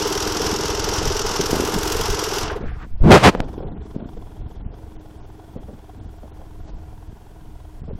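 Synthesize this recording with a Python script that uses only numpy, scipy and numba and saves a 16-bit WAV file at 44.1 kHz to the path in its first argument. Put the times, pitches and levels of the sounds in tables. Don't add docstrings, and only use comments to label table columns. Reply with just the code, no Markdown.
import sys
import numpy as np
from scipy import signal
from scipy.fft import rfft, irfft, next_fast_len
from scipy.io import wavfile
from scipy.ndimage import uniform_filter1d
from numba import njit

SR = 44100
rng = np.random.default_rng(int(sys.argv[2]) if len(sys.argv) > 2 else 0)


def generate_wav(sig):
    pcm = np.round(np.clip(np.atleast_2d(sig).T, -1, 1) * 32767).astype(np.int16)
    wavfile.write(sys.argv[1], SR, pcm)


def linear_from_db(decibels):
    return 10 ** (np.asarray(decibels, float) / 20)


N = 352355
T = np.arange(N) / SR

# time_s, turned_cycles
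CRANK = [(0.0, 0.56), (0.2, 4.48), (0.6, 12.8), (1.2, 25.68), (1.6, 33.88), (2.2, 47.18), (2.6, 55.5),
         (3.6, 76.15), (4.0, 84.85), (4.2, 89.47), (4.6, 97.75), (5.0, 106.71), (5.4, 114.97),
         (5.6, 119.31), (6.0, 126.91), (6.8, 144.23), (7.6, 160.89), (7.99, 169.03)]
GULP_AT, BANG_AT, TICK_AT, PUSH_AT = .55, .93, .5, .0
# time_s, pitch_hz
HONK_PITCH = [(0, 411), (1.5, 416), (2.4, 416.5), (3.5, 419), (6, 402), (8, 420)]
# time_s, pitch_hz
PIPE_PITCH = [(3.8, 312), (4.7, 314), (4.82, 324), (5.15, 304), (5.45, 318), (5.65, 304), (6.2, 312),
              (6.7, 308), (6.8, 316), (7.0, 304), (7.3, 316), (7.6, 308), (8, 310)]
PIPE_NOTE_SHARE = 1.1
HONK_DB, PIPE_DB, THUMP_DB = -28, -36.5, -34.5
TURN_DB_PER_S = -1.16
CLATTER_DB, DULL_DB = -28.5, -39.5
# frequency_hz, density_db
OPEN_COLOUR = [(280, -10.5), (480, 2.5), (532, -10), (902, -1), (1120, -5), (1440, -5), (1880, -15),
               (2050, -12), (2310, -17), (2830, -10.5), (4090, -15), (5650, -5), (9160, -29),
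               (12300, -29.5), (16000, -39)]
# frequency_hz, density_db
COVERED_COLOUR = [(280, -40), (480, 1), (562, -2.5), (695, 6.5), (740, 7), (772, 2.5), (995, 0.5),
                  (1300, -12), (1410, -5.5), (2250, -33.5), (3250, -15), (3890, -26), (6000, -24.5),
                  (7800, -54), (13200, -120)]
# time_s, treble_gain_db
FACING = [(0, 4), (1.42, 2.5), (1.48, 6), (1.98, 6.5), (2.03, 4.5), (2.5, 5)]
# time_s, low_voice_loss_db
SEAL = [(0, 0.5), (2.57, 0), (2.62, -9), (2.69, -13), (2.86, -25.5), (2.98, -24.5), (3.4, -5), (3.8, -11),
        (4.3, -14.5), (5, -14.5), (8, -17.5)]
HONK_SEAL, THUMP_SEAL, DULL_SEAL = 1.29, 0.76, 0.88
SHUT_FROM_S, SHUT_S, SHUT_POWER = 2.42, 0.19, 0.57
SHUT_EDGE_HZ = 2140
# time_s, pitch_hz, level_db
LEAK = [
    (2.5, 1300, -26.5),
    (2.55, 1290, -50),
    (2.6, 1210, -50),
    (2.64, 1500, -42),
    (2.74, 1530, -44),
    (2.77, 1090, -48.5),
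    (2.83, 1230, -41.5),
    (2.86, 1200, -57),
]
POCKET_FROM_S, POCKET_TO_S, POCKET_DB, POCKET_AFTER_DB = 3.38, 5.9, -26, -36

# time_s, buzz_hz, level_db (before overload)
SLIDES = [
    [(2.99, 60.4, -41), (3.04, 92, -12), (3.1, 157, -4), (3.115, 341, 8), (3.15, 463, 0.5),
     (3.175, 513, -9.5), (3.19, 700, -20.5), (3.225, 600, -22)],
    [(3.24, 700, -7), (3.285, 409, 0), (3.297, 514, -11.5), (3.31, 702.6, -36.5), (3.33, 500, -34),
     (3.44, 397, -43)],
]
# time_s, rumble_db, crackle_db
GRIP = [(0, -37, -38), (2.5, -38, -43), (2.69, -34.5, -61), (2.98, -38.5, -62.5), (3.3, -36.5, -44.5),
        (4, -40, -47), (5.1, -41.5, -53), (8, -39, -57.5)]
# centre_s, length_s, rumble_db, crackle_db
SHIFTS = [(.47, 0.36, -36, -35), (1.072, 0.065, -26, -32), (1.409, 0.047, -31, -26.5),
          (1.587, 0.21, -29, -32.5), (1.765, 0.061, -29, -25.5), (1.989, 0.094, -31, -33.5),
          (2.113, .06, -24.5, -48), (2.444, 0.071, -26, -41), (2.628, 0.063, -31.5, -32),
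          (2.723, 0.14, -32, -58), (2.835, 0.068, -36, -36.5), (2.96, 0.11, -31.5, -60),
          (3.41, .12, -32.5, -29), (3.705, 0.25, -32, -36), (4.018, 0.14, -35.5, -36),
          (4.18, .06, -39, -40), (4.447, 0.092, -34.5, -49), (4.651, 0.18, -33.5, -45.5),
          (4.979, 0.055, -35.5, -57), (5.225, .1, -38, -64), (5.586, 0.045, -36, -36),
          (5.7, 0.1, -48, -40.5), (5.998, 0.054, -38.5, -44), (6.072, 0.054, -37, -47),
          (6.32, 0.036, -34.5, -55), (6.712, 0.21, -38, -49.5), (7.091, 0.037, -38.5, -48),
          (7.827, 0.034, -30, -54), (7.906, .14, -33.5, -45)]
# frequency_hz, density_db
RUMBLE_COLOUR = [(8.8, -57.5), (15, 1), (70, -7), (107, -14), (173, -22.5), (215, -25.5), (260, -34.5),
                 (340, -87), (570, -120)]
# start_s, length_s, level_db, pitch_hz
SCRAPES = [(1.51, 0.076, -34, 533), (2.614, 0.075, -37, 405), (2.81, 0.049, -49, 400),
           (3.328, 0.12, -29.5, 478), (3.597, 0.11, -33.5, 420), (3.7, 0.071, -55, 344),
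           (3.95, 0.13, -41, 480), (4.165, 0.027, -38.5, 387), (4.651, 0.24, -49, 485),
           (5.55, .05, -36.5, 450), (5.678, 0.033, -38.5, 460), (6.057, 0.016, -46, 500),
           (6.229, 0.03, -42.5, 550), (6.382, 0.083, -48, 550), (6.657, 0.071, -50, 685),
           (7.877, 0.042, -37, 476), (7.902, 0.046, -37.5, 403)]
BRUSH_S, BRUSH_LENGTH_S, BRUSH_DB = 6.69, 0.023, -57
# time_s, peak_db, pitch_hz, direction
THUDS = [(0.365, -15, 293, -1), (0.43, -28, 290, -1), (0.53, -16, 179, 1), (1.074, -15.5, 157, -1),
         (1.417, -27, 166, 1), (1.531, -4, 308, 1), (1.568, -11.5, 317, -1), (1.6, -6.5, 367, -1),
         (1.623, -9.5, 393, -1), (1.638, -15, 298, 1), (1.763, -11, 216, 1), (2.094, -19, 132, 1),
         (3.58, -18, 312, -1), (3.632, -20, 339, -1), (3.653, -22.5, 105, -1), (3.964, -11.5, 200, -1),
         (4.026, -20, 200, 1), (4.058, -21, 222, -1), (4.422, -27, 91, 1), (4.464, -22, 104, -1),
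         (4.665, -19, 103, -1), (5.563, -18, 175, -1), (6.062, -28, 157, -1), (6.239, -31, 213, -1),
         (6.751, -31, 119, -1), (7.096, -27, 98, -1), (7.82, -25.5, 141, -1), (7.887, -21.5, 157, 1),
         (7.933, -19, 135, 1), (7.955, -24, 134, 1)]
RING_S, FIRM_PER_DB = 0.022, 0.4
# centre_s, width_s, peak
PRESSES = [
    (2.665, .009, -.1),
    (2.942, .016, .13),
    (3.013, .003, .5),
    (3.027, .008, -.62),
    (3.051, .003, -.4),
]
# time_s, peak, pull_s, rebound_share
TICKS = [
    (3.3463, .1, .0002, .1),
    (3.3505, .58, .00022, .2),
    (3.4028, .47, .0004, .1),
    (3.4041, .5, .00008, .65),
    (3.41, .05, .00015, .1),
]

# frequency_hz, density_db
HISS_COLOUR = [(600, -4.5), (1500, 6), (4000, -2.5), (9000, -4.5), (15500, -7.5), (16000, -13.5)]
HISS_DB = -65
OVERLOAD = .72
GATE_EDGES_HZ = [2200, 3200, 4400, 5600, 6900, 8300, 9600, 11000, 12400, 13800, 15000, 15900]
GATE_DB, GATE_DB_PER_OCTAVE, RAGGED_DB, FAINT_DB = 2.2, 3.2, 1.2, -56
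THIN_DB_PER_HZ, THIN_FROM_HZ, THIN_UNTIL_S = -84.5, 8000, 2.45


def unit(x):
    return x / np.sqrt(np.mean(x ** 2))


def along(table):
    s, *columns = np.transpose(table)
    return [np.interp(T, s, c) for c in columns]


def curves(table):
    table = np.array(table, float)
    silent = table[0, 1:] * 0 - 120
    before = np.r_[table[0, 0] - .02, silent]
    after = np.r_[table[-1, 0] + .02, silent]
    return along([before, *table, after])


def noise():
    return rng.standard_normal(N)


def walk(rate):
    k = int(SR / rate)
    held = np.repeat(rng.standard_normal(N // k + 1), k)
    return unit(uniform_filter1d(uniform_filter1d(held, k), k)[:N])


def colour(x, points, lo_hz, hi_hz):
    hz, db = np.transpose(points)
    size = next_fast_len(N)
    f = np.fft.rfftfreq(size, 1 / SR) + 1e-3
    gain_db = np.interp(np.log(f), np.log(hz), db, left=-120, right=-120)
    spectrum = rfft(x, size) * linear_from_db(gain_db)
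    inside = (f > lo_hz) & (f < hi_hz)
    rms = np.sqrt(2 * np.sum(np.abs(spectrum[inside]) ** 2)) / N
    return irfft(spectrum, size)[:N] / rms


@njit
def svf(x, hz, width):
    y, b, l = np.empty(len(x)), 0., 0.
    for i in range(len(x)):
        g, k = np.tan(np.pi * hz[i] / SR), width[i] / hz[i]
        v = (b + g * (x[i] - l)) / (1 + g * (g + k))
        b, l, y[i] = 2 * v - b, l + 2 * g * v, k * v
    return y


def band(x, hz, width):
    return svf(x, np.clip(hz + 0 * T, 20, 16000), width + 0 * T)


def engine():
    cycles, = along(CRANK)
    seal_db, = along(SEAL)
    gap = np.clip(1 - (T - SHUT_FROM_S) / SHUT_S, 0, 1)
    out = intake_honk(cycles) * linear_from_db(HONK_DB + TURN_DB_PER_S * T + HONK_SEAL * seal_db)
    out += exhaust(cycles, seal_db)
    out += open_clatter(cycles, gap)
    out += covered_clatter(cycles) * (1 - gap) * linear_from_db(DULL_DB + DULL_SEAL * seal_db)
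    return out + leak()


def stroke(cycles, start, rise, decay, scatter_db):
    turn, phase = np.divmod(cycles - start + 2, 1)
    size = linear_from_db(scatter_db * rng.standard_normal(400))[turn.astype(int)]
    return size * (1 - np.exp(-phase / rise)) * np.exp(-phase / decay)


def intake_honk(cycles):
    hz, = along(HONK_PITCH)
    turn, phase = np.divmod(cycles - GULP_AT + 2, 1)
    strength, detune = rng.standard_normal((400, 2))[turn.astype(int)].T
    gulp = np.sin(np.pi * np.clip(phase / .5, 0, 1)) ** 1.5 * linear_from_db(1.2 * strength)
    seconds = phase / np.gradient(cycles) / SR
    tone = np.sin(2 * np.pi * hz * (1 + .025 * detune) * seconds)
    breath = 0.42 * unit(band(noise(), hz, 110))
    return unit(gulp * (tone + breath))


def exhaust(cycles, seal_db):
    push = stroke(cycles, start=PUSH_AT, rise=0.079, decay=0.05, scatter_db=2.5)
    ring = unit(band(band(np.gradient(push), 312, 17), 312, 60))
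    ring += .2 * unit(band(noise(), 310, 30))
    note = np.sin(2 * np.pi * np.cumsum(along(PIPE_PITCH)[0]) / SR)
    ring += PIPE_NOTE_SHARE * np.sqrt(2) * note * linear_from_db(1.2 * walk(rate=15))
    thump = unit(band(push, 78, 49)) + 0.73 * unit(band(push, 107.5, 54))
    return unit(ring) * linear_from_db(PIPE_DB + seal_db) + unit(thump) * linear_from_db(THUMP_DB + THUMP_SEAL * seal_db)


def clatter(cycles, bang_db, tick_db, edge_hz, steady_db):
    bang = stroke(cycles, start=BANG_AT, rise=.2, decay=.15, scatter_db=.8) ** 2
    tick = stroke(cycles, start=TICK_AT, rise=.1, decay=.1, scatter_db=1.5) ** 2
    gate = linear_from_db(bang_db) * bang / bang.mean() + linear_from_db(tick_db) * tick / tick.mean()
    bangs = signal.lfilter(*signal.butter(1, edge_hz, "high", fs=SR), gate * noise())
    return bangs + linear_from_db(steady_db * walk(rate=40)) * noise()


def open_clatter(cycles, gap):
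    facing_db, = along(FACING)
    rattle = clatter(cycles, bang_db=-4, tick_db=-12, edge_hz=4000, steady_db=1.2)
    clear = colour(rattle, OPEN_COLOUR, 3120, 6200)
    top = signal.sosfilt(signal.butter(3, 6800, "high", fs=SR, output="sos"), clear)
    clear += (linear_from_db(facing_db) - 1) * top
    for _ in range(3):
        clear = band(clear, 100, SHUT_EDGE_HZ / (1.005 - gap))
    return clear * gap ** SHUT_POWER * linear_from_db(CLATTER_DB + 0.22 * facing_db)


def covered_clatter(cycles):
    ahead = clatter(cycles + .09, bang_db=-4, tick_db=-20, edge_hz=300, steady_db=1)
    dull = colour(ahead, COVERED_COLOUR, 450, 1700)
    held = 1 / (1 + np.exp((T - POCKET_TO_S) / .15))
    pocket = (T > POCKET_FROM_S) * (linear_from_db(POCKET_DB) * held + linear_from_db(POCKET_AFTER_DB) * (1 - held))
    return dull + pocket * unit(band(band(ahead, 3420, 450), 3430, 600))


def leak():
    hz, db = curves(LEAK)
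    flutter = noise() * linear_from_db(1.6 * walk(rate=52))
    return unit(band(band(flutter, hz, 830), hz, 1100)) * linear_from_db(db)


def rub():
    hz, db = curves(SLIDES[0] + SLIDES[1])
    hz = np.clip(hz, 20, None)
    buzz = band(band(noise(), hz, 0.93 * hz), hz, 3.7 * hz) / np.sqrt(hz * np.pi / SR)
    drag = unit(band(band(noise(), 130, 160), 87, 250))
    grit = unit(band(band(noise(), 2000, 4200), 1500, 4000)) * np.clip(hz / 600, 0, 1) ** 2
    return (buzz + 0.61 * drag + linear_from_db(-10.5) * grit) * linear_from_db(db)


def hand():
    return handling() + thuds() + presses() + peeling_ticks()


def grip():
    power = linear_from_db(np.array(along(GRIP))) ** 2
    for s, length, *dbs in SHIFTS:
        span = slice(int((s - length) * SR), int((s + length) * SR))
        swell = np.cos(np.pi / 2 * (T[span] - s) / length) ** 4
        power[:, span] += linear_from_db(np.array(dbs))[:, None] ** 2 * swell
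    return np.sqrt(power)


def handling():
    rumble, crackle = grip()
    out = colour(noise() * linear_from_db(2.9 * walk(rate=14)), RUMBLE_COLOUR, 22.5, 110) * rumble
    jerks = rng.random(N) < 700 / SR
    slips = jerks * noise() * linear_from_db(2.0 * rng.exponential(size=N))
    out += unit(band(band(band(slips, 174, 190), 180, 230), 250, 400)) * crackle
    out += scrapes(slips)
    brush = np.exp(-((T - BRUSH_S) / BRUSH_LENGTH_S) ** 2)
    return out + linear_from_db(BRUSH_DB) * brush * unit(band(noise(), 2500, 4000))


def scrapes(slips):
    starts, lengths, dbs, hzs = np.transpose(SCRAPES)
    latest = np.clip(np.searchsorted(starts, T) - 1, 0, None)
    since = (T - starts[latest]) / lengths[latest]
    swell = np.clip(since * 12, 0, 1) * np.exp(-since ** 4)
    effort = np.where(since > 0, swell, 0) * linear_from_db(dbs[latest])
    hz = hzs[latest]
    return effort * unit(band(band(band(slips, hz, 0.49 * hz), hz, 0.81 * hz), hz, 1.5 * hz))


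def thuds():
    out = np.zeros(N)
    t = np.arange(-SR // 50, SR // 10) / SR
    for s, db, hz, direction in THUDS:
        t60 = RING_S * linear_from_db(-FIRM_PER_DB * (db + 26))
        swell = np.exp(-(4.9 * t * hz) ** 2)
        decay = np.exp(-np.log(1000) * (np.hypot(t, .001) - .001) / max(t60, .005))
        shape = np.where(t < 0, swell, decay)
        blow = np.sign(direction) * linear_from_db(db) * shape * np.cos(2 * np.pi * hz * t)
        k = int(s * SR) - SR // 50
        out[k:k + len(t)] += blow[:N - k]
    return out


def presses():
    return sum(peak * np.exp(-.5 * ((T - s) / width) ** 2) for s, width, peak in PRESSES)


def peeling_ticks():
    out = np.zeros(N)
    for s, peak, pull_s, rebound in TICKS:
        after = np.clip((T - s) / .0012, 0, 50)
        pull = np.exp(-np.abs((T - s) / pull_s) ** 1.3)
        out += peak * (rebound * np.e * after * np.exp(-after) - pull)
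    return out


def hiss():
    return colour(noise(), HISS_COLOUR, 3000, 15000) * linear_from_db(HISS_DB)


def treble_gate(x):
    size, frame = next_fast_len(N), 1024
    f, spectrum = np.fft.rfftfreq(size, 1 / SR), rfft(x, size)
    top_hz = GATE_EDGES_HZ[-1]

    def above(hz):
        return np.clip((f - hz) / 500 + .5, 0, 1)

    def power(y):
        return uniform_filter1d(y ** 2, frame)

    excess = grip()[0] / linear_from_db(along(GRIP)[0])
    faint = power(irfft(spectrum * above(4500), size)[:N]) < linear_from_db(FAINT_DB) ** 2
    out = irfft(spectrum * (f < top_hz), size)[:N]
    for lo, hi in zip(GATE_EDGES_HZ, GATE_EDGES_HZ[1:]):
        slope = above(lo) - above(hi) * (hi < top_hz)
        part = irfft(spectrum * slope * (f < top_hz), size)[:N]
        ragged = np.repeat(linear_from_db(RAGGED_DB * rng.standard_normal(N // frame + 1)), frame)[:N]
        threshold_db = GATE_DB + GATE_DB_PER_OCTAVE * max(np.log2(9000 / lo), 0)
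        covered = excess > ragged * linear_from_db(threshold_db)
        limit = (ragged ** 2 * linear_from_db(THIN_DB_PER_HZ)) ** 2 * (hi - lo) * (lo > THIN_FROM_HZ)
        thin = (power(part) < limit) & (T < THIN_UNTIL_S)
        dropped = np.where(faint, covered, thin)
        out -= uniform_filter1d(1. * dropped, size=256) * part
    return out


def scene():
    return (engine() + rub() + hand())[None, :]


def roll_off(x):
    return signal.sosfilt(signal.butter(12, 16540, fs=SR, output="sos"), x)


def record(dry):
    loud = treble_gate(dry[0] + hiss())[None] / OVERLOAD
    squashed = OVERLOAD * loud / (1 + np.abs(loud) ** 6) ** (1 / 6)
    return roll_off(squashed)


dry = scene()
out = record(dry)
generate_wav(out)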